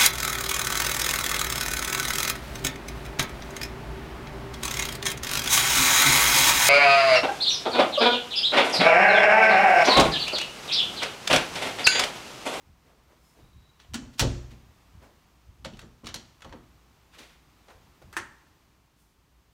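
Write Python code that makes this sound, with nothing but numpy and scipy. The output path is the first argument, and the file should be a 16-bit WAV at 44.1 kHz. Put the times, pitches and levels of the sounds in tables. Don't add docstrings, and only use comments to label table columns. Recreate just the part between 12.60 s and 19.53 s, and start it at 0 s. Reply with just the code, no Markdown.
import sys
import numpy as np
from scipy import signal
from scipy.fft import rfft, irfft, next_fast_len
from scipy.io import wavfile
from scipy.ndimage import uniform_filter1d, map_coordinates

SR = 44100
rng = np.random.default_rng(int(sys.argv[2]) if len(sys.argv) > 2 else 0)


def wav_out(sig):
    wavfile.write(sys.argv[1], SR, np.round(np.clip(np.atleast_2d(sig).T, -1, 1) * 32767).astype(np.int16))


N = 305713
TIME = np.arange(N) / SR
AGE = np.arange(SR) / SR


def amp(db):
    return 10 ** (np.asarray(db) / 20)


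def unit(x):
    return x / np.sqrt(np.mean(x ** 2) + 1e-20)


def blow(x):
    return x / np.linalg.norm(x) * np.sqrt(SR / 100)


def along(points, hz):
    f, v = np.transpose(points)
    return np.interp(np.log(hz + 1), np.log(f), v)


def hump(hz, centre_hz, octaves):
    return 1 / (1 + (np.log2(hz / centre_hz) / octaves) ** 2)


def fade(t, t60):
    return np.exp(-np.log(1000) * t / t60)


def swell(t, rise, fall):
    return np.exp(-(np.minimum(t, 0) / rise) ** 2 - np.maximum(t, 0) / fall)


def wobble(rate):
    return map_coordinates(rng.standard_normal(int(N * rate / SR) + 4), [TIME * rate])


def coloured(x, gain):
    m = 2 * next_fast_len(len(x) // 2 + 4096)
    magnitude = np.maximum(gain(np.fft.rfftfreq(m, 1 / SR) + 1), 1e-6)
    cepstrum = irfft(np.log(magnitude), m)
    cepstrum[1:m // 2] *= 2
    cepstrum[m // 2 + 1:] = 0
    return irfft(rfft(x, m) * np.exp(rfft(cepstrum)), m)[:len(x)]


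def noise(n, gain):
    return unit(coloured(rng.standard_normal(n), gain))


def add(track, s, x):
    i = max(round(s * SR), 0)
    track[i:i + len(x)] += x[:N - i]


# time in seconds, level in dB.
AIR_LEVELS = [(0, -65.5), (1.1, -65.5), (2.2, -62), (2.9, -65), (4.2, -63.5), (5.7, -63), (6.5, -69)]
# frequency in Hz, relative density in dB.
AIR_SPECTRUM = [(88, -28.5), (150, -1.5), (193, -9), (348, -7), (504, -13.5), (1080, -10), (1560, -16),
                (2360, -17), (2980, -18.5), (6140, -22.5), (10400, -30), (15100, -27.5), (16000, -36.5)]
DRONE_SPECTRUM = [(15, -46.5), (28, -13), (50, -8.5), (60, 5.5), (72, -5.5), (120, -10.5), (200, -16),
                  (300, -20.5), (700, -62)]
def room_air(drone_db=1, drone_follows=0.62, hiss_hz=8000, hiss_follows=0.66):
    level_db = np.interp(TIME, *np.transpose(AIR_LEVELS))
    change_db = level_db - level_db.mean()
    air = noise(N, lambda f: amp(along(AIR_SPECTRUM, f))) * amp(0.33 * wobble(rate=3.1))
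    hz = np.fft.rfftfreq(N, 1 / SR) + 1
    hiss = irfft(rfft(air) / (1 + (hiss_hz / hz) ** 4), N)
    air = (air - hiss) * amp(change_db) + hiss * amp(hiss_follows * change_db)
    drone = noise(N, lambda f: amp(along(DRONE_SPECTRUM, f))) * amp(drone_db + drone_follows * change_db)
    return amp(level_db.mean()) * (air + drone)


def thuds(rows, length_s, top_hz, lead_s=0.3):
    out = np.zeros(N + SR)
    margin = SR // 2
    shape = swell(AGE - lead_s, rise=0.34 * length_s, fall=0.91 * length_s)
    for s, db in rows:
        low = noise(SR, lambda f: 1 / (1 + (f / top_hz) ** 3) / (1 + (42 / f) ** 4)) * shape
        start = round((s - lead_s) * SR) + margin
        out[start:start + SR] += amp(db) * low * np.linalg.norm(shape) / np.linalg.norm(low)
    return out[margin:margin + N]


# peak time in seconds, level in dB.
FOOTFALLS = [(.1, -54.5), (.835, -52), (0.962, -50), (2.082, -56), (2.353, -48.5), (2.901, -50.5),
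             (5.16, -55.5), (5.458, -50), (5.608, -52.5)]
def footfalls():
    return thuds(FOOTFALLS, length_s=0.07, top_hz=110)


# peak time in seconds, level in dB, length in seconds, centre in Hz.
RUBS = [(.29, -60, .11, 395), (0.521, -61, .075, 490), (.69, -69.5, 0.19, 9000), (0.798, -57.5, 0.076, 285),
        (1.22, -62, .04, 3100), (1.54, -57.5, .02, 3500), (1.59, -41.5, 0.016, 3700),
        (1.916, -55, .025, 2400), (2.44, -52, 0.048, 395), (4.552, -53, 0.048, 1900),
        (4.593, -47.5, 0.021, 3300), (4.605, -51.5, 0.057, 374), (4.632, -53, 0.099, 2420),
        (5.107, -52, 0.051, 556), (5.423, -50, 0.013, 330), (6.42, -70.5, 0.1, 9270)]
def brushes(lead_s=0.25, grain=0.1, octaves=1.16, room_db=-11, linger_s=0.0687):
    out = np.zeros(N)
    t = AGE - lead_s
    for s, db, length, centre_hz in RUBS:
        friction = rng.standard_normal(SR)
        roughness = np.exp(grain * unit(uniform_filter1d(rng.standard_normal(SR), size=90)))
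        colour = lambda f: hump(f, centre_hz, octaves) / np.sqrt(1 + (f / 6000) ** 2)
        rub = unit(coloured(friction * roughness, colour))
        stroke = swell(t, rise=0.48 * length, fall=0.65 * length)
        tail = amp(room_db) * swell(t - length, rise=length, fall=linger_s)
        add(out, s - lead_s, amp(db) * rub * np.hypot(stroke, tail))
    return out


# peak time in seconds, level in dB, rise and fall time in seconds, pitch in Hz.
WHISTLES = [(0.682, -72.5, 0.059, 5220), (0.865, -77, .055, 3680), (1.092, -72, 0.29, 3880)]
def hinge(lead_s=0.67, width_hz=70):
    out = np.zeros(N)
    for s, db, length, hz in WHISTLES:
        whistle = noise(SR, lambda f: 1 / (1 + ((f - hz) / width_hz) ** 2))
        add(out, s - lead_s, amp(db) * whistle * swell(AGE - lead_s, length, length))
    return out


# frequency in Hz, time to fall 60 dB in seconds.
ROOM_DECAY = [(100, 1), (400, 0.7), (1500, 0.71), (4000, 0.55), (7000, 0.64), (11000, 0.37), (16000, 0.41)]
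def reflections(share, wall_hz=11000):
    hz, t, spectrum = signal.stft(rng.standard_normal(SR), SR, nperseg=384)
    decay = fade(t, share * along(ROOM_DECAY, hz)[:, None])
    dulling = np.sqrt(1 + (hz[:, None] / wall_hz) ** 4)
    return signal.istft(spectrum * decay / dulling, SR, nperseg=384)[1][:SR]


def in_room(t60, near_db, far_db, gap_s=0.0027, build_s=0.0091):
    direct = rng.standard_normal(SR) * fade(AGE, t60)
    near = reflections(share=0.34) * (AGE > gap_s)
    far = reflections(share=1) * (1 - np.exp(-AGE / build_s))
    return blow(direct) + amp(near_db) * blow(near) + amp(far_db) * blow(far)


def ripple(hz, spacing_hz=90, depth_db=2.6):
    knots = np.arange(0, SR / 2, spacing_hz)
    return depth_db * np.interp(hz, knots, rng.standard_normal(len(knots)))


# start in seconds, level in dB,
# tilt in dB per octave, most excited frequency in Hz, lead of a first tick in seconds (0 for none),
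# flight to the first bounce in seconds.
CATCH_HITS = [(1.2003, -52, -3, 3150, 0.005, 0.047), (1.3433, -31, .5, 7100, 0.0067, 0.01),
              (1.595, -20, 2.5, 1470, 0, 0.012), (1.6017, -22.5, 1.5, 4370, 0, .0145),
              (3.049, -36.5, -0.5, 3000, 0.0027, 0.0098), (3.136, -53.5, -2, 3000, 0.009, .012),
              (3.192, -44.5, 0.5, 1410, 0.021, 0.024), (3.445, -50.5, -1, 1750, 0.0037, .013),
              (3.469, -35.5, -.5, 3500, .011, 0.02), (3.543, -33, 1.5, 4600, 0.0012, 0.016),
              (3.821, -46.5, -1.5, 1480, 0.014, .005), (3.8466, -47, -2.5, 940, 0.0023, 0.048),
              (3.926, -44, -7, 1320, 0.0035, .006), (5.084, -53, -4.5, 900, 0.0011, 0.026)]
def contacts(bounces=2, tick_db=-10.5, loss_db=7, dulling_db_per_octave=1.615, shrink=0.43):
    for s, db, tilt, hz, lead, flight in CATCH_HITS:
        if lead > 0:
            yield s - lead, db + tick_db, tilt, hz
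        for k in range(bounces + 1):
            yield s, db - k * loss_db, tilt - k * dulling_db_per_octave, hz
            s += flight * shrink ** k


# frequency in Hz, relative density in dB.
CATCH_SPECTRUM = [(100, -30), (400, -7.5), (900, -1.5), (1700, -2), (2300, -2), (3200, -1.5), (4200, -1.5),
                  (5000, -6), (6500, -4), (8000, -9.5), (10500, -15), (14000, -22.5), (16000, -20.5)]
# frequency in Hz, width in Hz, height in dB.
CATCH_MODES = [(1140, 52, 0), (1330, 160, 3), (1734, 70, 3.5), (1957, 33, 4.5), (2720, 49, 3.5),
               (3020, 29, 9), (3300, 65, 4), (4420, 280, 3), (5700, 220, 5), (6610, 53, -7)]
def clacks(spike=0.47, firm_db=-43, firm_t60=0.038, doubling_db=43, pivot_hz=3500, favour_db=4):
    out = np.zeros(N)
    for s, db, tilt, centre_hz in contacts():
        def colour(f):
            modes_db = sum(peak / (1 + (2 * (f - hz) / width) ** 2) for hz, width, peak in CATCH_MODES)
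            tilt_db = tilt * np.log2(np.maximum(f, 500) / pivot_hz)
            contact_db = favour_db * hump(f, centre_hz, octaves=0.42)
            return amp(along(CATCH_SPECTRUM, f) + modes_db + tilt_db + contact_db + ripple(f))

        excess_db = db - firm_db
        t60 = firm_t60 * 2 ** (excess_db / doubling_db)
        room_db = -1 - 0.1 * excess_db
        force = in_room(t60, near_db=room_db - 5.5, far_db=room_db - 12) + spike * blow(AGE == 0)
        add(out, s, amp(db) * blow(coloured(force, colour)))
    return out


# peak time in seconds, level in dB.
DRAUGHTS = [(1.331, -45), (3.049, -49), (3.489, -51.5), (3.89, -50.5)]
def draughts():
    return thuds(DRAUGHTS, length_s=0.15, top_hz=100)


# start in seconds, level in dB, most excited frequency in Hz, spread in octaves.
LEAF_BLOWS = [(1.338, -28, 259, 0.28), (1.417, -40.5, 128, 1.5), (1.595, -29.5, 400, 1.8),
              (1.611, -15, 82, 0.97), (1.622, -21, 397, 0.69), (1.908, -44.5, 193, 0.93),
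              (3.05, -37, 600, 0.35), (3.051, -37.5, 198, 0.78), (3.127, -38, 110, 1.115),
              (3.226, -42.5, 215, 1), (3.434, -38, 239.5, 1.313), (3.544, -39.5, 276, 1.6),
              (3.848, -42, 564.5, 1.31), (3.934, -39, 387, 0.88)]
# mode in Hz, relative level in dB, free 60 dB decay in seconds.
LEAF_MODES = [(38.5, 6, 0.68), (60.56, 3.5, 0.72), (97.2, 0.5, 0.51), (124, 3, 0.68), (148, -6.5, 0.58),
              (178, -0.5, 0.46), (198.5, -6.5, 0.361), (228, 2, 0.45), (243.8, -3.5, 0.54),
              (268, -4.5, 0.56), (310.5, -3, 0.39), (320, -16, 0.16), (353.7, -8, 0.61), (427, -27, 0.34),
              (445, -14, 0.19), (482, -27, 0.22), (538, -1, 0.19), (588, -21, 0.35), (800, -4.5, 0.17),
              (897, -3.5, .25), (1100, -0.5, 0.19), (1270, -22, .22)]
def knocks(attack_s=0.0017, scatter_db=1, rattle_db=-4, free_rattle_t60=0.35):
    out = np.zeros(N)
    hz, mode_db, free_t60 = np.transpose(LEAF_MODES)
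    signs = (-1) ** np.arange(len(hz))
    swings = np.sin(2 * np.pi * hz[:, None] * AGE)
    onset = 1 - np.exp(-AGE / attack_s)
    for s, db, centre_hz, octaves in LEAF_BLOWS:
        ring_share = 0.95 * (203.8 / centre_hz) ** 0.14
        gains = hump(hz, centre_hz, octaves) * amp(mode_db + scatter_db * rng.standard_normal(len(hz)))
        ring = (signs * gains) @ (swings * fade(AGE, ring_share * free_t60[:, None]))
        skins = lambda f: hump(f, centre_hz, octaves) / (1 + (f / 1100) ** 4) / (1 + (70 / f) ** 2)
        rattle = coloured(in_room(ring_share * free_rattle_t60, near_db=-11, far_db=-13), skins)
        knock = (blow(ring) + amp(rattle_db) * blow(rattle)) * onset
        add(out, s, amp(db) * blow(knock))
    return out


# start in seconds, level before gain_db in dB, bright tick against the plate's ring in dB.
SWITCH_CLICKS = [(5.417, -74, -22), (5.528, -48, -14), (5.537, -48.5, -33), (5.5615, -61, 2),
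                 (5.567, -27, -45), (5.5728, -34.5, -19)]
# resonance in Hz, width in Hz, relative level in dB.
PLATE_MODES = [(231, 12, 2.5), (330, 36, 2.5), (378, 26, 0), (594, 75, -6), (900, 43, 4), (1110, 130, -2.5),
               (1420, 300, 1.5), (1720, 300, 0.5), (2000, 56, -6), (2660, 1300, -12.5), (6240, 400, -13.5),
               (8700, 1100, -15.5)]
def light_switch(spike=0.3, chatter_t60=0.026, gain_db=2, cavity_hz=200):
    out = np.zeros(N)
    for s, db, tick_db in SWITCH_CLICKS:
        def colour(f):
            plate_power = sum(amp(peak) ** 2 / (1 + ((f * f - hz * hz) / (f * width)) ** 2)
                              for hz, width, peak in PLATE_MODES)
            tick_power = amp(tick_db) ** 2 / (1 + (f / 11000) ** 6)
            return np.sqrt(plate_power + tick_power) * amp(ripple(f)) / (1 + (cavity_hz / f) ** 4)

        force = spike * blow(AGE == 0) + in_room(chatter_t60, near_db=-3, far_db=-12.5)
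        add(out, s, amp(db + gain_db) * blow(coloured(force, colour)))
    return out


def scene():
    impacts = clacks() + knocks() + light_switch()
    return (impacts + footfalls() + draughts() + brushes() + hinge() + room_air())[None]


def record(dry, top_hz=16400, edge_hz=700):
    m = next_fast_len(N + SR // 2)
    hz = np.fft.rfftfreq(m, 1 / SR)
    rolloff = np.clip((top_hz - hz) / edge_hz, 0, 1) ** 2
    return irfft(rfft(dry, m) * rolloff, m)[:, :N]


dry = scene()
out = record(dry)
wav_out(out)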